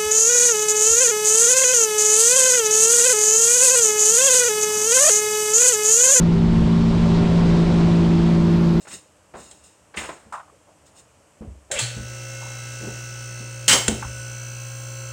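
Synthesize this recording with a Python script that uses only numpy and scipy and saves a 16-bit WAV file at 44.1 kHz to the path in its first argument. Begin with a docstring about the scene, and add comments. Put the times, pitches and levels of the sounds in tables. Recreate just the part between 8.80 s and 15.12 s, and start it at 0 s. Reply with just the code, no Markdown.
"""Two-post lift in a workshop

Heard from under the car: someone scuffs and bumps along to the column and presses the switch.
The mains motor spins up with a rising whine and drives a nine-tooth hydraulic gear pump, built from
multiples of the shaft speed over hissing oil. The safety latch drops with a steel clang, ringing modes
under a noise crash; the car body booms as it settles on the arms, and the pump turns cleaner and harder."""
import sys
import numpy as np
from scipy import signal
from scipy.fft import rfft, irfft
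from scipy.io import wavfile
from scipy.ndimage import uniform_filter1d

SR = 44100
rng = np.random.default_rng(int(sys.argv[2]) if len(sys.argv) > 2 else 0)


def wav_record(signal):
    """Record a signal, one row per channel, as 16-bit PCM in the file named by sys.argv[1]."""
    frames = np.transpose(np.atleast_2d(signal))
    bounded = np.clip(frames, -1, 1)
    # unit amplitude maps onto the largest positive 16-bit level
    quanta = np.round(bounded * 32767).astype(np.int16)
    wavfile.write(sys.argv[1], SR, quanta)


N = 278712
T = np.arange(N) / SR

ROOM_T60 = 0.46   # s
SHAFT_HZ, TEETH = 59.58, 9
SWITCH_ON_S, SPIN_UP_S = 2.911, 0.1   # the motor gathers speed at an even rate

# the safety latch falls on its rack and bounces: [t/s, level/dB]
LATCH_BOUNCES = [(4.8803, -6.5), (4.894, -8.5), (4.912, -16), (4.929, -14)]
# modes of the steel column: [f/Hz, relative level/dB, t60/s]
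STEEL_MODES = [(545, -13, .4), (856, -13, .35), (1450, -9, .2), (2172, -6, .45), (2849, -9, .4),
               (2992, -8, .4), (3103, -1, .4), (3268, -8, .35), (3612, -9, .31), (4752, -10, .39),
               (5456, -9, .4), (6197, -8, .42), (6597, -6, .5), (6907, -9, .27), (7598, -4, .55),
               (7632, -7, .4), (8031, 0, .2), (8598, -7, .24), (9121, -6, .24), (9290, -14, .4),
               (9588, -15, .23), (13380, -22, .25), (15353, -13, .45)]


def amp(db):
    """Decibels to gain."""
    return 10 ** (np.asarray(db) / 20)


def unit(x):
    """Scale to rms 1."""
    return x / np.sqrt(np.mean(x ** 2) + 1e-20)


def at_hz(points, hz, axis=1):
    """Read a column of a spectrum on a log-frequency axis."""
    points = np.array(points)
    return np.interp(np.log(np.maximum(hz, 1)), np.log(points[:, 0]), points[:, axis])


def noise(spectrum, axis=1):
    """Noise whose power per Hz follows a spectrum."""
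    hz = np.fft.rfftfreq(N, 1 / SR)
    white = rfft(rng.standard_normal(N))
    return irfft(white * amp(at_hz(spectrum, hz, axis=axis)), N) * np.sqrt(SR / 2)


def drift(rate, t=T):
    """Random wander of spread about 1, in straight lines between `rate` knots a second."""
    knots = rng.standard_normal(2048)
    return np.interp(t * rate, np.arange(len(knots)), knots)


def ramp(start, length):
    """An even rise from 0 to 1, in seconds."""
    return np.clip((T - start) / max(length, 1e-3), 0, 1)


def metallic(x, ripple_db, spacing_hz):
    """Countless weak modes and reflections put narrow peaks and dips all along the spectrum; rms 1."""
    hz = np.fft.rfftfreq(N, 1 / SR)
    knots = np.clip(rng.standard_normal(2048), -1.7, 1.7)
    ripple = np.interp(hz / spacing_hz, np.arange(len(knots)), knots)
    return unit(irfft(rfft(x) * amp(ripple_db * ripple), N))


def fade(s, rise, t60, room_db):
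    """Envelope of a blow: it swells, dies away and leaves the room ringing."""
    env, start = np.zeros(N), max(int(s * SR), 0)
    age = T[:min(N - start, 2 * SR)]
    late = np.maximum(age - rise, 0)
    direct_power = amp(-120 * late / t60)
    room_power = amp(2 * room_db - 120 * late / ROOM_T60)
    swell = np.minimum(age / max(rise, 1e-4), 1)
    env[start:start + len(age)] = swell * np.sqrt(direct_power + room_power)
    return env


def strike(modes, s, scatter_db):
    """One blow rings every mode, each with a strength and sign of its own."""
    out, start = np.zeros(N), int(s * SR)
    age = T[:min(N - start, SR)]
    for hz, db, t60 in modes:
        level = db + scatter_db * rng.standard_normal() - 60 * age / t60
        out[start:start + len(age)] += rng.choice([-1, 1]) * amp(level) * np.sin(2 * np.pi * hz * age)
    return out


def thud(s, db, hz, octaves, rise, t60, room_db=-14):
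    """A blow on a well-damped thing: a dying cluster of dense modes around one pitch."""
    half = 2 ** (max(octaves, 0.05) / 2)
    band = signal.butter(2, [hz / half, min(hz * half, SR / 2 - 1)], "band", fs=SR, output="sos")
    cluster = unit(signal.sosfilt(band, rng.standard_normal(N)))
    return amp(db) * cluster * fade(s, rise, t60, room_db)


def workshop(x, wet_db):
    """Direct sound plus the dense echoes of a cluttered room."""
    age = T[:SR]
    echoes = rng.standard_normal(SR) * amp(-60 * age / ROOM_T60)
    return x + amp(wet_db) * signal.fftconvolve(x, echoes / np.linalg.norm(echoes))[:N]


def room_air(level_db=-57):
    """Steady air of the workshop: noise, strongest in the bass."""
    # spectrum of the air: [f/Hz, relative level/dB]
    air_colour = [(15, -51), (25, -30), (76, -0.5), (276, -11.5), (307, -2), (342, -12.5), (604, -4.5),
                  (672, -10.5), (1060, -12), (1980, -19.5), (2970, -19), (3780, -28), (8270, -18),
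                  (9460, -26), (15800, -45)]
    return amp(level_db) * unit(noise(air_colour))


def scuffs(grain_db=0.0, room_db=-14):
    """Soles and clothes scuff: friction on concrete and cloth, coloured by nearby reflections."""
    # strokes: [t/s, level/dB, rise/s, t60/s]
    strokes = [(0, -50, .017, 0.41), (.071, -43.5, 0.012, .38), (.093, -35, 0.049, 0.19),
               (.54, -46.5, 0.063, 0.99), (0.833, -51, 0.0074, 0.46), (1.159, -34, 0.019, 0.54),
               (1.524, -45, .0013, 0.28), (2.055, -53, .01, .18), (2.14, -48, 0.057, .11)]
    # spectrum of the friction: [f/Hz, relative level/dB]
    friction_colour = [(400, 4.5), (1000, -9), (2500, -3.5), (3600, -2.5), (5200, -3), (7000, 4.5),
                       (8500, 5.5), (10200, -14.5), (12500, -22), (15500, -14)]
    power = sum((amp(db) * fade(s, rise, t60, room_db)) ** 2 for s, db, rise, t60 in strokes)
    friction = metallic(noise(friction_colour), ripple_db=6.5, spacing_hz=89.2)
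    return np.sqrt(power) * unit(friction * amp(grain_db * drift(220)))


def steps(grain_db=1.5):
    """Boots land on gritty concrete: broad thuds with a rough, flickering level."""
    # footfalls, heel and toe: [t/s, level/dB, centre f/Hz, t60/s]
    footfalls = [(0.049, -46.5, 790, .08), (0.068, -38.5, 820, 0.092), (.105, -46, 1400, 0.3),
                 (.536, -37.5, 487, 0.39), (.72, -56, 290, .22), (1.139, -41.5, 836, 0.95),
                 (1.168, -38, 900, .4), (1.21, -33.5, 850, 0.36), (1.287, -31.5, 580, 0.2)]
    landings = sum(thud(s, db, hz, octaves=2.28, rise=0.0046, t60=t60) for s, db, hz, t60 in footfalls)
    return landings * amp(grain_db * drift(120))


def knocks(grain_db=4.0):
    """Light knocks on tools and on the lift, each at the pitch of the thing that is hit."""
    # knocks: [t/s, level/dB, pitch f/Hz, t60/s]
    light_hits = [(1.171, -31, 2370, 0.3), (1.523, -31.5, 1006, 0.31), (1.72, -54, 446, 0.31),
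                  (1.871, -56.5, 720, 0.55), (2.137, -54.5, 935, .3), (2.902, -40.5, 533, 0.19),
                  (3.61, -46.5, 840, 0.71), (5.225, -31.5, 1070, 0.12)]
    hits = sum(thud(s, db, hz, octaves=0.76, rise=0.0015, t60=t60) for s, db, hz, t60 in light_hits)
    return hits * amp(grain_db * drift(120))


def bumps():
    """Padded blows thud on the panels and boom in the car body; softer ones reach only its lowest modes."""
    # blows on the car and the lift:
    # [t/s, boom level/dB, softness cut-off f/Hz, panel thud level/dB, thud rise/s]
    blows = [(.545, -47.5, 200, -46, 0.011), (1.168, -37, 128, -38, 0.013), (1.457, -53, 250, -55.5, .01),
             (2.608, -38, 280, -38.5, 0.014), (2.672, -26, 70, -53, .01), (2.952, -38, 80, -55, .01),
             (3.164, -33.5, 150, -41, 0.0078), (3.196, -36, 107, -47, .01), (4.0, -56, 200, -35.5, 0.04),
             (4.063, -39.5, 300, -35, .014), (4.6, -54, 200, -44, 0.009), (4.923, -38, 300, -39, .005),
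             (5.083, -24, 560, -22, .004), (5.251, -28, 70, -55, .01)]
    # modes of the car body: [f/Hz, relative level/dB, t60/s]
    body_modes = [(52, -13, .4), (68, -1, .45), (88, -5, .3), (168, -3, .25), (216, 6, .28), (243, -6, .22)]
    out = np.zeros(N)
    for s, boom_db, soft_hz, thud_db, rise in blows:
        padding = signal.butter(2, soft_hz, fs=SR, output="sos")
        out += amp(boom_db) * signal.sosfilt(padding, strike(body_modes, s, scatter_db=-1.5))
        out += thud(s, thud_db, hz=252, octaves=1.83, rise=rise, t60=0.31)
    return out


def clacks():
    """Switch contacts, latch and arm snap short and bright, and leave the column ringing faintly."""
    # snaps: [t/s, level/dB, rise/s, t60/s, steel ring relative level/dB, room relative level/dB]
    snaps = [(0.711, -41, 0.0017, 0.085, -38, -26), (2.9136, -23.5, .0015, 0.074, -17, -4.5),
             (2.988, -22.5, .004, 0.086, -14, -4), (5.0807, -8.5, 0.00059, 0.024, -26.5, -20.5)]
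    # spectrum of a snap: [f/Hz, relative level/dB]
    snap_colour = [(300, -6.5), (1300, -6.5), (3000, -3), (4300, -2), (5400, -7), (7400, 4), (8800, 1.5),
                   (10200, -15.5), (12000, -26), (15500, -27)]
    crack = metallic(noise(snap_colour), ripple_db=5, spacing_hz=70)
    out = np.zeros(N)
    for s, db, rise, t60, ring_db, room_db in snaps:
        ring = amp(ring_db) * strike(STEEL_MODES, s, scatter_db=2)
        out += amp(db) * (crack * fade(s, rise, t60, room_db) + ring)
    return out


def latch(ring_db=-7, t60=0.17):
    """Steel on steel: a dense crash with the column's clear modes ringing through it."""
    # spectrum of the crash: [f/Hz, relative level/dB]
    crash_colour = [(59, -39), (100, -4), (522, -15), (748, -29), (849, -10.5), (1170, -12), (1470, -3.5),
                    (2670, -8), (3030, 2.5), (3440, -8), (6350, -5), (7220, -8), (7850, -2.5),
                    (12000, -25.5), (15800, -28)]
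    power = sum((amp(db) * fade(s, 0.00025, t60, room_db=-9)) ** 2 for s, db in LATCH_BOUNCES)
    crash = np.sqrt(power) * metallic(noise(crash_colour), ripple_db=1.5, spacing_hz=27.77)
    s, db = LATCH_BOUNCES[0]   # the first blow sets the column ringing
    return crash + amp(db + ring_db) * strike(STEEL_MODES, s, scatter_db=0.0)


def latch_seat():
    """The latch's last bounce drives it home with a dull thud."""
    return thud(LATCH_BOUNCES[-1][0], db=-21.5, hz=560, octaves=1.8, rise=0.0029, t60=0.37)


def shaft_speed():
    """Share of full speed."""
    return ramp(SWITCH_ON_S, SPIN_UP_S)


def jolt():
    """The starting torque kicks the power unit against its mounting and rattles its cover."""
    mounting = thud(SWITCH_ON_S, db=-32.5, hz=540, octaves=0.29, rise=0.0046, t60=0.73)
    cover = thud(SWITCH_ON_S, db=-35.5, hz=2220, octaves=1.4, rise=0.048, t60=1)
    return mounting + cover


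def run_up(housing_db=-3):
    """A rough whine sweeps upward while the rotor gathers speed and leaves the housing's modes ringing."""
    # modes of the motor housing: [f/Hz, width/Hz, relative level/dB]
    housing_modes = [(2370, 30, 14), (2660, 40, 13), (3280, 50, 7), (4450, 60, 0)]
    whine_hz, whine_db = 4410, -31.5   # pitch at full speed, and the loudest level
    full_at, swell_db, fade_db_per_s = 0.56, 57, 450   # share of full speed; dB per unit of that share
    speed = shaft_speed()
    after_run_up = np.clip(T - SWITCH_ON_S - SPIN_UP_S, 0, 1)
    level_db = whine_db - swell_db * np.maximum(full_at - speed, 0) - fade_db_per_s * after_run_up
    low_pass = signal.butter(2, 400, fs=SR, output="sos")
    grit = unit(signal.sosfilt(low_pass, rng.standard_normal(N)))
    tone = np.sin(2 * np.pi * np.cumsum(whine_hz * speed) / SR)
    whine = amp(level_db) * (speed > 0) * unit(1 + 1.1 * grit) * tone
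    ringing = np.zeros(N)
    for mode_hz, width_hz, gain_db in housing_modes:
        b, a = signal.iirpeak(mode_hz, mode_hz / width_hz, fs=SR)
        ringing += amp(gain_db) * signal.lfilter(b, a, whine + 1e-18)
    return workshop(whine + amp(housing_db) * ringing, wet_db=2.5)


def pump(turns, load, strong_db=0.57, uneven_db=5, load_scatter_db=4.0, waver_db=2.5, wavers_per_s=5,
         smear=1.4):
    """The gears repeat the same pressure ripple every turn; pipes and column delay each line differently,
    and load shifts the balance."""
    # ordinary multiples of the shaft speed, before the offsets below: [f/Hz, level/dB]
    buzz = [(200, -65), (600, -62.5), (1000, -71.5), (1500, -86), (2200, -68), (3000, -65.5), (3650, -81.5),
            (4500, -67.5), (6100, -95), (7000, -74.5), (8700, -70.5), (10000, -85), (12000, -88),
            (15200, -78)]
    # strong lines, before strong_db: [multiple of shaft speed, level running free/dB, change under load/dB]
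    strong_lines = [(6, -57, -3), (9, -50, -1), (22, -53, -3), (23, -70, 12), (24, -65, 4), (25, -48, -4),
                    (27, -59, 3), (34, -60, -7), (36, -57, -8), (38, -66, 7), (44, -52, -2), (45, -50, -5),
                    (46, -60, -2), (54, -63, 3), (66, -60, -10), (68, -72, 12), (74, -64, 6), (90, -55, 0),
                    (92, -58, -13), (98, -54, -8), (99, -60, 9), (100, -50, 3), (101, -59, 4),
                    (103, -65, 5), (106, -56, -11), (107, -54, -2), (108, -53, 0), (109, -59, -3),
                    (117, -62, -4), (119, -62, -6), (126, -67, 15), (144, -58, 3), (173, -83, 17),
                    (259, -81, 15), (261, -82, 19)]
    # load smooths the buzz; multiples of the tooth rate stand out, more so under load
    buzz_load_db, mesh_db, mesh_load_db = -2.5, 4, 8.5
    lift_off_s, lift_off_takes_s = 6.07, 0.3   # the car starts to rise
    sing_hz, sing_width_hz, sing_db = 1285, 88, 6   # and the pump lines near this pitch swell

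    orders = np.arange(3, 266)
    mesh = orders % TEETH == 0
    uneven = np.clip(rng.standard_normal(len(orders)), -2, 1) - 0.5
    free_db = at_hz(buzz, orders * SHAFT_HZ) + mesh_db * mesh + uneven_db * uneven
    load_scatter = load_scatter_db * rng.uniform(-1.1, 1, len(orders))
    change_db = np.where(mesh, mesh_load_db, buzz_load_db) + load_scatter
    for order, db, change in strong_lines:
        line = orders == order
        free_db[line], change_db[line] = db + strong_db, change

    # neighbouring lines arrive together and throb once a turn
    phases = np.cumsum(np.cumsum(smear * rng.standard_normal(len(orders))))
    running = np.flatnonzero(turns > 0)
    coarse, out = running[::256], np.zeros(N)   # gains move slowly, so they are set every 256 samples
    angle = (2 * np.pi * (turns[running] % 1)).astype(np.float32)
    sing_by_order = sing_db * np.exp(-((orders * SHAFT_HZ - sing_hz) / sing_width_hz) ** 2)
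    rising = ramp(lift_off_s, lift_off_takes_s)[coarse]
    for order, db, change, sing, phase in zip(orders, free_db, change_db, sing_by_order, phases):
        waver = waver_db * drift(wavers_per_s, T[coarse])
        gain = amp(db + change * load[coarse] + sing * rising + waver)
        out[running] += np.interp(running, coarse, gain) * np.sin(int(order) * angle + float(phase))
    return np.sqrt(2) * out


def power_unit(line_db=0, hiss_db=-3.5, wobble=0.00023, tooth_depth=0.19, turn_depth=0.3, shaft_db=-56,
               hum_load_db=1):
    """Motor hum at twice the mains rate, pump buzz, and oil hiss that pulses with the gear teeth."""
    # oil rushing through the pump, before hiss_db:
    # [f/Hz, level per Hz running free/dB, level per Hz under load/dB]
    oil_colour = [(200, -76, -81), (600, -78.5, -80), (1050, -83, -85.5), (1500, -76.5, -78),
                  (1920, -80.5, -84.5), (2880, -81.5, -81.5), (3580, -84, -89.5), (4900, -82.5, -92.5),
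                  (6280, -75.5, -78), (6700, -79, -85), (8920, -80, -83), (9830, -94, -100),
                  (11500, -103, -108), (15200, -92.5, -101)]
    # course of the pump's level: [t/s, relative level/dB]
    pump_course = [(3.05, -6.5), (3.35, -0.5), (4.0, 0.5), (4.7, -1.5), (5.4, 0), (6.3, 0)]
    load_from_s, load_takes_s = 4.25, 1.63   # the arms take the weight of the car gradually
    hum_hz, hum_db = 120, -36.5   # running free
    surge_db, surge_rise_s, surge_fall_s = -30, 0.022, 0.028   # the hum overshoots as the rotor locks in
    bite_db, bite_s = 8, 0.031   # the pump is briefly louder as it first bites

    speed, load = shaft_speed(), ramp(load_from_s, load_takes_s)
    locked_s = SWITCH_ON_S + SPIN_UP_S
    since = np.maximum(T - locked_s - surge_rise_s, 0)
    turns = np.cumsum(SHAFT_HZ * speed * (1 + wobble * drift(14))) / SR
    angle = 2 * np.pi * turns

    free_oil, loaded_oil = noise(oil_colour, axis=1), noise(oil_colour, axis=2)
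    oil = np.sqrt(1 - load) * free_oil + np.sqrt(load) * loaded_oil
    oil = np.std(oil) * metallic(oil, ripple_db=3, spacing_hz=35)
    oil *= amp(hiss_db) * (1 + tooth_depth * np.sin(TEETH * angle) + turn_depth * np.sin(angle))
    unbalance = amp(shaft_db) * np.sqrt(2) * np.sin(angle)

    surge = amp(surge_db) * np.exp(-since / surge_fall_s)
    hum_level = ramp(locked_s, surge_rise_s) * (amp(hum_db + hum_load_db * load) + surge)
    hum = hum_level * np.sqrt(2) * np.sin(2 * np.pi * hum_hz * T)
    pump_db = np.interp(T, *np.transpose(pump_course)) + bite_db * np.exp(-since / bite_s)
    return hum + speed * amp(pump_db) * (amp(line_db) * pump(turns, load) + oil + unbalance)


def scene():
    """Everything as heard from under the car."""
    person = scuffs() + steps() + knocks()
    lift = bumps() + clacks() + latch() + latch_seat() + jolt() + run_up() + power_unit()
    return (room_air() + person + lift)[None]


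def record(dry, ceiling_db=-10, release_db_per_s=200, low_cut_hz=36, top=0.89, cutoff_hz=15900):
    """The microphone drops the deepest bass; a limiter holds the loudest bursts down; peaks are rounded;
    the top is cut."""
    dry = signal.sosfilt(signal.butter(2, low_cut_hz, "high", fs=SR, output="sos"), dry)
    level = 10 * np.log10(np.maximum(uniform_filter1d(dry[0] ** 2, size=90), 1e-12))   # over 2 ms
    release = release_db_per_s * T
    held = np.maximum.accumulate(np.maximum(level - ceiling_db, 0) + release) - release
    limited = dry * uniform_filter1d(amp(-held), size=45)
    rounded = limited / (1 + (limited / top) ** 8) ** (1 / 8)
    return signal.sosfilt(signal.ellip(10, 0.1, 80, cutoff_hz, fs=SR, output="sos"), rounded)


dry = scene()
out = record(dry)
wav_record(out)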